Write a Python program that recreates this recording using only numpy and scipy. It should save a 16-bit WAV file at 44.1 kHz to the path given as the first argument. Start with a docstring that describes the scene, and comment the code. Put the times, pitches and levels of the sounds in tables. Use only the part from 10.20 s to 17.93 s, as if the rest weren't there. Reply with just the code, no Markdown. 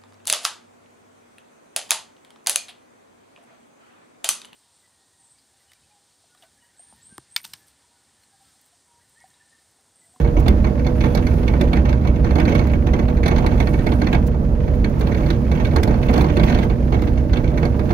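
"""Electric vehicle on a bumpy dirt path

On board a small electric vehicle at a steady pace: the tyres shake the chassis and frame into a low
rumble, made of noise through resonances, and ruts make the frame boom. The drive hums and whines as
wavering sines. Loose plastic panels chatter at every jolt, mostly on the right: noise bursts through
resonances, plus pings. Grit hisses and cracks under the wheels; a thin squeal and a squeak come and go."""
import sys
import numpy as np
from scipy import signal
from scipy.fft import rfft, irfft, next_fast_len
from scipy.io import wavfile
from scipy.ndimage import uniform_filter1d

SR = 44100
rng = np.random.default_rng(int(sys.argv[2]) if len(sys.argv) > 2 else 0)


def log_audio(samples):
    """Write samples as a 16-bit WAV file to the path given in sys.argv[1]."""
    # one column per channel
    frames = np.atleast_2d(samples).T
    # limit to full scale, then quantise
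    limited = np.clip(frames, -1, 1)
    pcm = np.round(limited * 32767).astype(np.int16)
    wavfile.write(sys.argv[1], SR, pcm)


N = 340893
TIME = np.arange(N) / SR
SIZE = next_fast_len(N + SR // 4, real=True)  # room for the filters to ring out
FREQ = np.arange(SIZE // 2 + 1) * SR / SIZE

# resonances of the frame: (frequency [Hz], width [Hz], left level [dB], right level [dB])
FRAME_MODES = [(114.6, 32.5, -8.5, 2), (139, 25.5, -3, -2), (161, 27, -13, -3.5), (207.1, 17.5, -4.5, -0.5),
               (242, 22.5, -11, -8), (301, 48.4, -13, -8.5), (375, 24, -25.5, -18), (454, 50, -20.5, -14),
               (577, 41.4, -19.5, -12.5)]


def undb(db):
    """Decibels to gain."""
    return 10 ** (np.asarray(db) / 20)


def curves(table):
    """Each column of a table, joined by straight lines in time."""
    s, *columns = np.transpose(table)
    return [np.interp(TIME, s, column) for column in columns]


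def walk(rate):
    """Random levels held 1 / rate s and slewed twice; spread near 1."""
    k = max(int(SR / rate), 2)
    held = np.repeat(rng.standard_normal(N // k + 1), k)
    slewed = uniform_filter1d(uniform_filter1d(held, k), k)
    return np.sqrt(2) * slewed[:N]


def noise(alike):
    """White noise at two ears that share a part of it."""
    alike = np.clip(alike, 0, 1)
    shared = np.sqrt(alike) * rng.standard_normal(N)
    return shared + np.sqrt(1 - alike) * rng.standard_normal((2, N))


def colour(x, gain):
    """Causal filter with one gain curve per ear; white noise keeps its power, averaged over the ears."""
    # folding the cepstrum forward in time makes the filter minimum-phase, so nothing sounds early
    cepstrum = irfft(np.log(gain / np.sqrt(np.mean(gain ** 2)) + 1e-7), SIZE)
    cepstrum[:, 1:SIZE // 2] *= 2
    cepstrum[:, SIZE // 2 + 1:] = 0
    return irfft(rfft(x, SIZE) * np.exp(rfft(cepstrum)), SIZE)[:, :N]


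def ring(x, modes):
    """Pass a force through steep-sided resonances, each with its own strength at each ear."""
    hz, width, *ears_db = np.transpose(modes)
    shapes = 1 / (1 + ((FREQ - hz[:, None]) / width[:, None]) ** 2) ** 2
    return colour(x, np.sqrt(undb(ears_db) ** 2 @ shapes))


def hold(x, seconds):
    """Even out the slow chance swells of a noise to rms 1."""
    power = uniform_filter1d(np.mean(x ** 2, axis=0), max(int(seconds * SR), 2))
    return x / np.sqrt(power + 1e-12)


def from_right(x, lag_s):
    """The left ear hears it a little later."""
    return np.array([np.interp(TIME - lag_s, TIME, x[0]), x[1]])


def add(track, s, sound):
    """Mix a short sound into a track at time s."""
    i = int(np.clip(s * SR, 0, N - 1))
    track[..., i:i + sound.shape[-1]] += sound[..., :N - i]


def clatter(per_s, decay_s, spread_db):
    """Strength of many small chance contacts, each sharp at first and quickly gone; rms 1."""
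    chance = rng.random(N) < per_s / SR
    energy = chance * undb(spread_db * np.clip(rng.standard_normal(N), -2, 2)) ** 2
    energy = signal.lfilter([1], [1, -np.exp(-1 / (decay_s * SR))], energy)
    return np.sqrt(energy / np.mean(energy))


def roughness():
    """How much rougher than average the path is, in dB; it drives rumble, motor sag, rattle and grit."""
    # roughness of the path, only its swing about the mean counts: (time [s], roughness [dB])
    ground = [(0.0, -38.5), (0.11, -51.5), (0.29, -41), (0.56, -53.5), (0.74, -51.5), (0.88, -43.5),
              (1.22, -46), (1.55, -44.5), (1.8, -46.5), (1.98, -47), (2.3, -37), (2.6, -49), (3.0, -46),
              (3.12, -40), (3.6, -45), (3.93, -42), (4.05, -48.5), (4.28, -51), (4.72, -50), (4.97, -41),
              (5.22, -47.5), (5.38, -42), (5.8, -43), (5.98, -35.5), (6.12, -42), (6.3, -35.5),
              (6.58, -50.5), (6.76, -43.5), (7.03, -50), (7.4, -43), (7.53, -48), (7.73, -41)]
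    db, = curves(ground)
    return db - np.mean(db)


def rumble():
    """The uneven ground rocks the chassis on its tyres and shakes the frame."""
    # level of the chassis rumble: (time [s], level [dB])
    heave = [(0, -15.5), (.3, -12.5), (.62, -18.5), (1.65, -15), (2.3, -17), (3.3, -15.5), (3.75, -18.5),
             (3.9, -19), (4.0, -13.5), (4.1, -18.5), (4.5, -17), (4.6, -15.5), (4.8, -19), (6.25, -16.5),
             (6.55, -18.5), (7.05, -16.5), (7.73, -21)]
    # resonances of the chassis: (frequency [Hz], width [Hz], left level [dB], right level [dB])
    chassis_modes = [(27, 11, -13.5, -10), (44, 12, -7.5, -4), (64, 8.5, -.3, 3.2), (78, 14, -11, -8)]
    shake_db, shake_rise = -20, 0.15  # on average ground; dB per dB of roughness
    chassis = hold(ring(noise(alike=0.98), chassis_modes), seconds=0.18) * undb(curves(heave)[0])
    frame = hold(ring(noise(alike=0.95), FRAME_MODES), seconds=.08)
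    frame = frame * undb(shake_db + shake_rise * roughness())
    return from_right(chassis + frame, lag_s=0.00006)


def motor():
    """Motor and gear tones: rough ground slows them, and their speed and strength waver at random."""
    # swell of the whine: (time [s], level [dB])
    drive = [(0.0, -24.5), (0.49, -49), (0.62, -27.5), (1.22, -35.5), (7.73, -35.5)]
    # (multiple of the whine [1], left level [dB], right level [dB],
    #  share of the whine's swell [0-1], flutter [dB])
    tones = [(.5, 3.5, 7.5, 0.07, 1.5), (1, -12, 2.5, 0.96, 1.8), (1.261, -21, -3.5, 0.3, 4),
             (1.501, -39, -17, 0.1, 0)]
    whine_hz, sag_hz_per_db = 486, .5
    whine_db, = curves(drive)
    hz = whine_hz - sag_hz_per_db * roughness()
    turns = np.cumsum(hz * (1 + .008 * walk(9) + .002 * walk(30))) / SR
    mean_db, out = np.mean(whine_db), 0
    for multiple, left_db, right_db, share, flutter_db in tones:
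        flutter = flutter_db * np.clip(walk(16), -2, 2)
        swell_db = mean_db + share * (whine_db - mean_db) + flutter
        # play in the gears lets each tone slip a little against the shaft
        slip = .07 * walk(24)
        tone = np.sqrt(2) * np.sin(2 * np.pi * (multiple * (turns + slip) + rng.random()))
        out = out + undb([[left_db], [right_db]]) * undb(swell_db) * tone
    return out


def blows():
    """Every knock as (s, level dB, hardness, thud dB): each jolt's fading bounces, then small stones."""
    # jolts that set the loose panels bouncing: (time [s], knock level [dB], hardness [0-1],
    #  thud of the shell [dB], knocks [count], time between knocks [s])
    jolts = [(.047, -37, 0.1, -30.5, 1, 0), (0.1688, -31.5, 0.1, -25.5, 1, 0), (0.2619, -31, 0, -24, 1, 0),
             (0.281, -27, 0.88, -25.5, 1, 0), (0.445, -31.5, 0.4, -27.5, 2, 0.024),
             (.594, -35.5, 0.2, -39, 2, 0.053), (0.6667, -28, 0.55, -28.5, 1, 0),
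             (0.808, -25.5, 0.2, -32, 1, 0.0054), (0.84, -25.5, 0.4, -21.5, 1, 0),
             (0.9498, -27, 0.82, -25, 2, 0.024), (1.068, -28, 0.55, -34, 1, 0),
             (1.112, -41, 0.2, -34, 2, 0.067), (1.231, -36, 0.1, -31.5, 1, 0), (1.28, -27, 0.43, -30, 1, 0),
             (1.3365, -32, 0.1, -27, 1, 0), (1.4115, -25, .75, -26.5, 1, 0),
             (1.5323, -26, 0.59, -25, 2, 0.036), (1.655, -31.5, 0.4, -29, 1, 0),
             (1.692, -29, 0.46, -29, 2, 0.036), (1.849, -35, 0.1, -29.5, 1, 0),
             (1.873, -30, 0.54, -32, 1, 0), (1.96, -36.5, 0.35, -40, 1, 0), (2.045, -30, 0.1, -27, 1, 0),
             (2.107, -33.5, 0.5, -28, 1, 0), (2.156, -26.5, 0.5, -22, 2, .028), (2.2, -25, 0.6, -26, 1, 0),
             (2.253, -33, 0.2, -45, 1, 0), (2.2803, -27, 0, -26.5, 2, 0.042),
             (2.351, -24, 0.6, -23.5, 2, 0.04), (2.4693, -33.5, 0, -33.5, 2, 0.029),
             (2.535, -31, 0, -30, 1, 0), (2.6688, -30, 0.5, -27, 1, 0),
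             (2.7354, -27, 0.42, -24.5, 2, 0.056), (2.8829, -32, 0.4, -28, 1, 0),
             (2.971, -34, 0, -40, 1, 0.012), (3.0336, -27, 0.4, -27, 1, 0), (3.06, -19.5, 0.3, -23, 1, 0),
             (3.0805, -24.5, 0.74, -26.5, 1, 0), (3.114, -28, .1, -24, 1, 0), (3.162, -27, 0, -29, 1, 0),
             (3.183, -28.5, 0.57, -25, 1, 0), (3.242, -37, .2, -23, 1, 0), (3.2637, -25.5, 0.71, -34, 1, 0),
             (3.316, -34, 0, -32, 1, 0), (3.402, -24, 0.48, -24.5, 1, 0),
             (3.4715, -28.5, 0.53, -28.5, 2, 0.067), (3.5901, -33, 0, -40, 1, 0),
             (3.667, -24, 0.46, -24, 2, 0.053), (3.817, -24.5, 0.4, -25, 2, 0.052),
             (3.9295, -23.5, 0.54, -23, 2, 0.018), (4.145, -44, .2, -35, 1, 0),
             (4.481, -40, 0.3, -33, 1, 0), (4.6442, -27, 0.38, -30, 1, 0), (4.81, -30, 0.7, -27, 2, 0.061),
             (4.919, -33, .1, -36, 1, 0), (4.9465, -33.5, 0.55, -41, 3, 0.029),
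             (5.064, -30.5, 0.33, -30, 1, 0), (5.1035, -24.5, 0.6, -28.5, 1, 0),
             (5.3163, -28.5, 0.55, -27, 1, 0), (5.354, -35, 0, -32, 2, .02), (5.402, -30.5, 0, -28, 1, 0),
             (5.4494, -28, 0.5, -37, 1, 0), (5.533, -38, 0, -30, 1, 0), (5.5614, -23.5, 0.71, -21, 1, 0),
             (5.632, -28, 0.95, -27, 1, 0), (5.676, -32, 0.7, -26, 3, 0.033),
             (5.8303, -29.5, 0.15, -36, 1, 0), (5.8939, -28.5, 0.2, -22.5, 1, 0),
             (5.9379, -27, 0.72, -23.5, 2, 0.022), (5.978, -26, 0.67, -21.5, 3, 0.032),
             (6.099, -31, .1, -30, 1, 0), (6.1695, -25, 0.62, -23.5, 2, 0.027),
             (6.234, -24, 0.6, -23.5, 1, 0), (6.274, -31, .3, -32, 1, 0),
             (6.298, -24.5, 0.34, -27, 2, 0.025), (6.3465, -24.5, 0.4, -26, 3, 0.042),
             (6.499, -33, 0.2, -29, 1, 0), (6.724, -29.5, 0.2, -26, 2, 0.019), (6.791, -39, 0.3, -41, 1, 0),
             (6.8197, -32, 0.69, -30, 2, 0.054), (6.976, -35, .2, -39, 1, 0),
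             (7.1328, -26, 0.4, -28, 2, 0.038), (7.243, -34, .1, -44, 1, 0), (7.376, -28, 0.3, -30, 1, 0),
             (7.429, -29.5, 0.1, -24, 1, 0), (7.4531, -30, 0.6, -31, 1, 0), (7.594, -34, 0.6, -28, 1, 0),
             (7.7061, -31.5, 0.45, -24.5, 1, 0)]
    # each bounce is this much weaker, and softer by this share
    bounce_loss_db, bounce_softens = 1.3, 0.36
    # small stones: level on average ground, dB per dB of roughness, scatter, thud relative to knock
    stones_per_s, stone_db, stone_rise, stone_scatter_db, stone_thud_db = 10, -41, 1.3, 5, -7
    out = []
    for s, db, hardness, thud_db, count, gap in jolts:
        for k in range(round(count)):
            loss_db = k * bounce_loss_db
            softer = np.clip(hardness, 0, 1) * (1 - bounce_softens) ** k
            out.append((s + k * gap, db - loss_db, softer, thud_db - loss_db))
    rough_db = roughness()
    # one stone at a random moment of each slot
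    for k, (when, size, hardness) in enumerate(rng.random((int(stones_per_s * N / SR), 3))):
        s = (k + when) / stones_per_s
        db = stone_db + stone_rise * np.interp(s, TIME, rough_db) + stone_scatter_db * (2 * size - 1)
        out.append((s, db, hardness / 2, db + stone_thud_db))
    return out


def chatter(burst_s, tail_s, left_tail_db, right_tail_db, grain_db):
    """The force of one jolt: a burst of tiny contacts, and a diffuse tail at each ear."""
    t = TIME[:SR // 8]
    chance = rng.standard_normal((4, len(t)))
    grain = np.repeat(chance[1], 16)[:len(t)]
    burst = chance[0] * undb(grain_db * grain)
    # a longer burst also builds up more slowly
    rise = 1 - np.exp(-t / (.2 * burst_s))
    burst = burst * rise * np.exp(-(t / burst_s) ** 2)
    burst /= np.sqrt(np.sum(burst ** 2) / (burst_s * SR))
    tail = chance[2:] * rise * np.exp(-t / tail_s)
    return burst + undb([[left_tail_db], [right_tail_db]]) * tail


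def spot(force):
    """Every contact lands on another spot; the reflection from the panel's edge gives it its own colour."""
    depth, longest_lag_s = .6, .0005  # two more samples are added to the lag
    where, side = rng.random(2)
    lag = 2 + int(where * longest_lag_s * SR)
    reflected = np.pad(force, ((0, 0), (lag, 0)))[:, :-lag]
    return (force + np.sign(side - .5) * depth * reflected) / np.hypot(1, depth)


def ping():
    """A small panel rings on after a knock; the spot hit sets the mix of its modes and bends their pitch."""
    # modes before bend and scatter:
    #  (frequency [Hz], time to fall 60 dB [s], left level [dB], right level [dB])
    ping_modes = [(2070, 0.063, -9.5, -11.5), (2233, 0.078, -26, -2.5), (2760, 0.052, -32, -23),
                  (3440, 0.055, -39, -14.5), (4297, 0.038, -27, -18)]
    scatter_db, detune = 6, .018
    t = TIME[:SR // 14]
    hz, t60, *ears_db = np.transpose(ping_modes)
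    mix, bend, turn = rng.uniform(-1.09, 1, (3, len(ping_modes)))
    modes = np.sin(2 * np.pi * np.outer(hz * (1 + detune * bend), t) + np.pi * turn[:, None])
    decay = np.exp(-np.log(1000) * t / t60[:, None])
    modes = modes * decay * (1 - np.exp(-(t / .003) ** 2))  # soft onset
    return 2 * undb(ears_db + scatter_db * mix) @ modes


def bodywork():
    """Jolts throw loose panels and a metal catch against the shell; the panels also tremble all along."""
    # resonances and broad bands of the loose panels, the shell, the metal catch and the sharp crack,
    # all: (frequency [Hz], width [Hz], left level [dB], right level [dB])
    panel_modes = [(1520, 71, 3.5, 1), (1623, 23, 3, -3), (1831, 44, -11, 5), (1950, 35, -30, 0.5),
                   (2050, 120, -3, -24), (2220, 50, -8, 1.5), (2360, 160, -12.5, -3), (2580, 50, -6.5, -1),
                   (2705, 280, -37, -4.5), (3204, 82, -10, -5.5), (3520, 100, -41, -6),
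                   (3890, 49, -29, -7.5), (4270, 370, -32, -13.5), (5540, 200, -32, -17),
                   (5840, 83, -22, -19), (6150, 280, -45, -13), (6800, 120, -46, -23),
                   (1720, 1540, -19, -11)]
    shell_modes = [(314.8, 33.8, 8.5, 16), (365.4, 25, 6.5, 10), (453.3, 47, 4.5, 9.5), (579, 44, 2.5, 3.5),
                   (629, 56, -9, 4.5), (728, 58, 0.5, 3), (795, 46, -5.5, 0.5), (879, 46, -3.5, 3.5),
                   (997, 31, -0.5, -3), (1100, 64, -6.5, -1.5), (1245, 360, -18, -6.5)]
    catch_modes = [(2340, 25, 2, -4), (3540, 79, -15, 4), (3900, 32, -9, 0.5), (4300, 160, -25, 3.5),
                   (4560, 34, -8, -12), (4920, 160, -28, -7.5), (10850, 2100, -26, -20)]
    crack_modes = [(4100, 3000, -26, 19.5), (8050, 300, -20, -25), (10200, 3300, 7, 1),
                   (11100, 780, -3, 13.5), (13100, 600, -19, 13.5), (14500, 1300, -27, -1)]
    # on average ground; dB per dB of roughness
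    tremble_db, tremble_rise = -49.5, 1.35
    drum_db, drum_rise = -32, 0.63
    # relative to the knock's level: a soft contact, and what a fully hard one adds
    catch_db, catch_hard_db = -18, 15.5
    crack_db, crack_hard_db = -48, 50.5
    ping_db = -1.5  # relative to the knock's level
    frame_thud_db = -1  # how strongly the thuds also shake the frame
    thud_shared = 0.5  # gain of each ear's thud at the other ear, relative to its own
    knocks, pings, clacks, thuds, cracks = np.zeros((5, 2, N))
    rough_db = roughness()
    contacts = clatter(per_s=120, decay_s=.004, spread_db=3.5)
    tremble = noise(alike=0.38) * contacts * undb(tremble_db + tremble_rise * rough_db)
    flutter_db = 2 * np.clip(walk(60), -2, 2)
    drumming = noise(alike=0.82) * undb(drum_db + drum_rise * rough_db + flutter_db)
    for s, db, hardness, thud_db in blows():
        wait, weight = rng.random(2)
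        knock = spot(chatter(burst_s=.012, tail_s=.021, left_tail_db=0, right_tail_db=-3, grain_db=4))
        rebound = spot(chatter(burst_s=.009, tail_s=.016, left_tail_db=0, right_tail_db=-4, grain_db=4))
        clack = spot(chatter(burst_s=.0065, tail_s=.012, left_tail_db=0, right_tail_db=-7, grain_db=5))
        crack = chatter(burst_s=.0065, tail_s=.011, left_tail_db=-3, right_tail_db=-6, grain_db=4)
        thud = chatter(burst_s=0.01, tail_s=0.033, left_tail_db=7, right_tail_db=9.5, grain_db=5.0)
        # each starts slightly early, as it takes a moment to build up
        add(knocks, s - .0035, undb(db - 5) * knock)
        add(pings, s - .001, undb(db + ping_db) * ping())
        # the panel falls back once, more softly
        add(knocks, s + 0.012 + 0.014 * wait, undb(db - 9.5 - 10.0 * weight) * rebound)
        add(clacks, s - .0015, undb(db + catch_db + catch_hard_db * hardness) * clack)
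        add(cracks, s - .0005, undb(db + crack_db + crack_hard_db * hardness) * crack)
        add(thuds, s - .003, undb(thud_db - 2.5) * thud)
    panels = from_right(ring(knocks + tremble, panel_modes) + pings, lag_s=0.00042)
    thuds = (thuds + thud_shared * thuds[::-1]) / np.hypot(1, thud_shared)
    shell = ring(thuds + drumming, shell_modes)
    frame = undb(frame_thud_db) * ring(thuds.mean(axis=0), FRAME_MODES)
    hard_parts = ring(clacks, catch_modes) + ring(cracks, crack_modes)
    return panels + from_right(hard_parts + shell + frame, lag_s=0.000228)


def tyres():
    """A steady rolling hiss of tyres and air, with fine grit and a few short spurts of it."""
    # spectrum of the hiss: (frequency [Hz], left level [dB], right level [dB])
    hiss_curve = [(300, -6, 21), (915, 0.5, 23), (1550, 16, 10.5), (2290, 2.5, 9), (3150, 0, 0),
                  (4500, -8.5, 3), (7000, -15, -2.5), (7900, -21, -14.5), (9300, -7, -10),
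                  (15600, -15.5, -7.5)]
    # short spurts of grit: (start [s], level [dB], length [s])
    spurts = [(0.19, -43, 0.021), (4.064, -41, 0.019), (4.792, -43, 0.015), (6.008, -41, 0.019),
              (6.43, -48, 0.024)]
    # broad bands of the grit: (frequency [Hz], width [Hz], left level [dB], right level [dB])
    spray_bands = [(5300, 2900, -6, -0.5), (10900, 840, -3, -1.1), (15900, 3700, -2, -0.11)]
    # on average ground; dB per dB of roughness
    hiss_db, hiss_rise = -41, 0.13
    grit_db, grit_rise = -64.0, 0.95
    grain_db, flutter_db = 3.8, 3  # fast and slower random wavering of the grit
    hz, *ears_db = np.transpose(hiss_curve)
    gain = undb([np.interp(np.log(FREQ + 1), np.log(hz), ear) for ear in ears_db])
    rough_db = roughness()
    waver_db = .7 * walk(33) + 1.1 * walk(2.5)
    hiss = colour(noise(alike=0.036) * undb(hiss_db + hiss_rise * rough_db + waver_db), gain)
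    grit_level_db = grit_db + grit_rise * rough_db + grain_db * walk(1500) + flutter_db * walk(60)
    grains = noise(alike=0.15) * undb(grit_level_db)
    for s, db, length in spurts:
        swell = np.exp(-(2 * (TIME - s) / length - 1) ** 2)
        grains = grains + noise(alike=0.22) * undb(db) * swell
    return hiss + ring(grains, spray_bands)


def crunch():
    """Grains of grit crack one by one under the tyres."""
    contacts = clatter(per_s=32, decay_s=.004, spread_db=3.5) * undb(-48.5)
    # (frequency [Hz], width [Hz], left level [dB], right level [dB])
    bands = [(950, 330, 2, 2.3), (1870, 900, -5, -2.3)]
    return ring(noise(alike=0.46) * contacts, bands)


def ruts():
    """A wheel drops into a rut and gives the frame a quick shove that makes it boom."""
    # (middle [s], level [dB], length [s])
    drops = [(0.303, -21, 0.057), (1.43, -18, 0.05), (1.888, -19.5, 0.04), (2.33, -20, 0.15),
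             (2.798, -20, 0.028), (5.695, -17, 0.056), (5.97, -20, .05), (6.205, -17.5, 0.11),
             (6.332, -17, 0.035), (6.774, -23, 0.029), (7.362, -20.5, 0.042), (7.454, -21, 0.036)]
    # a quick shove carries little below 183 Hz
    low_cut = signal.butter(4, 183, "high", fs=SR, output="sos")
    shove = signal.sosfilt(low_cut, noise(alike=0.91))
    swell = sum(undb(db) * np.exp(-(2 * (TIME - s) / length) ** 2) for s, db, length in drops)
    return hold(ring(shove, FRAME_MODES), seconds=.025) * swell


def squeal():
    """A faint, hoarse high tone with partials around it comes and goes, its pitch gliding."""
    # (start [s], end [s], first pitch [Hz], last pitch [Hz], level [dB])
    glides = [(0.715, .98, 9600, 10050, -61), (0.983, 1.28, 9050, 9900, -60.5),
              (3.346, 3.84, 9250, 9060, -59)]
    # (multiple of the pitch [1], level [dB])
    partials = [(.89, -10), (1, 1), (1.09, -10), (1.33, -2), (1.4, -9), (1.62, -8)]
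    out = 0
    for start, end, first_hz, last_hz, db in glides:
        glide_hz = np.interp(TIME, [start, end], [first_hz, last_hz])
        hz = glide_hz * (1 + .004 * walk(20) + .012 * walk(1000))
        swell = undb(db) * np.clip(np.minimum(TIME - start, end - TIME) / 0.052, 0, 1)
        phase = 2 * np.pi * np.cumsum(hz) / SR
        tone = sum(undb(part_db) * np.sin(multiple * phase) for multiple, part_db in partials)
        # fast random strength at each ear makes it hoarse
        out = out + swell * tone * np.array([walk(450), walk(450)])
    return out


def squeak():
    """One faint, clear tone swells and fades, mostly on the right."""
    middle_s, length_s, pitch_hz, level_db = 0.89, .15, 3390, -51
    phase = 2 * np.pi * np.cumsum(pitch_hz * (1 + .004 * walk(60))) / SR
    swell = undb(level_db) * np.exp(-(2 * (TIME - middle_s) / length_s) ** 2)
    return undb([[-10], [0]]) * swell * np.sin(phase)


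def scene():
    """Everything rides along with the microphone."""
    return rumble() + motor() + bodywork() + tyres() + crunch() + ruts() + squeal() + squeak()


def record(dry):
    """The recorder drops the deepest bass, rounds the highest peaks and cuts the top."""
    peak, top_hz = .93, 15720
    dry = signal.sosfilt(signal.butter(2, 16, "high", fs=SR, output="sos"), dry)
    dry = dry / (1 + (dry / peak) ** 8) ** (1 / 8)
    return signal.sosfilt(signal.ellip(10, .2, 80, top_hz, fs=SR, output="sos"), dry)


dry = scene()
out = record(dry)
log_audio(out)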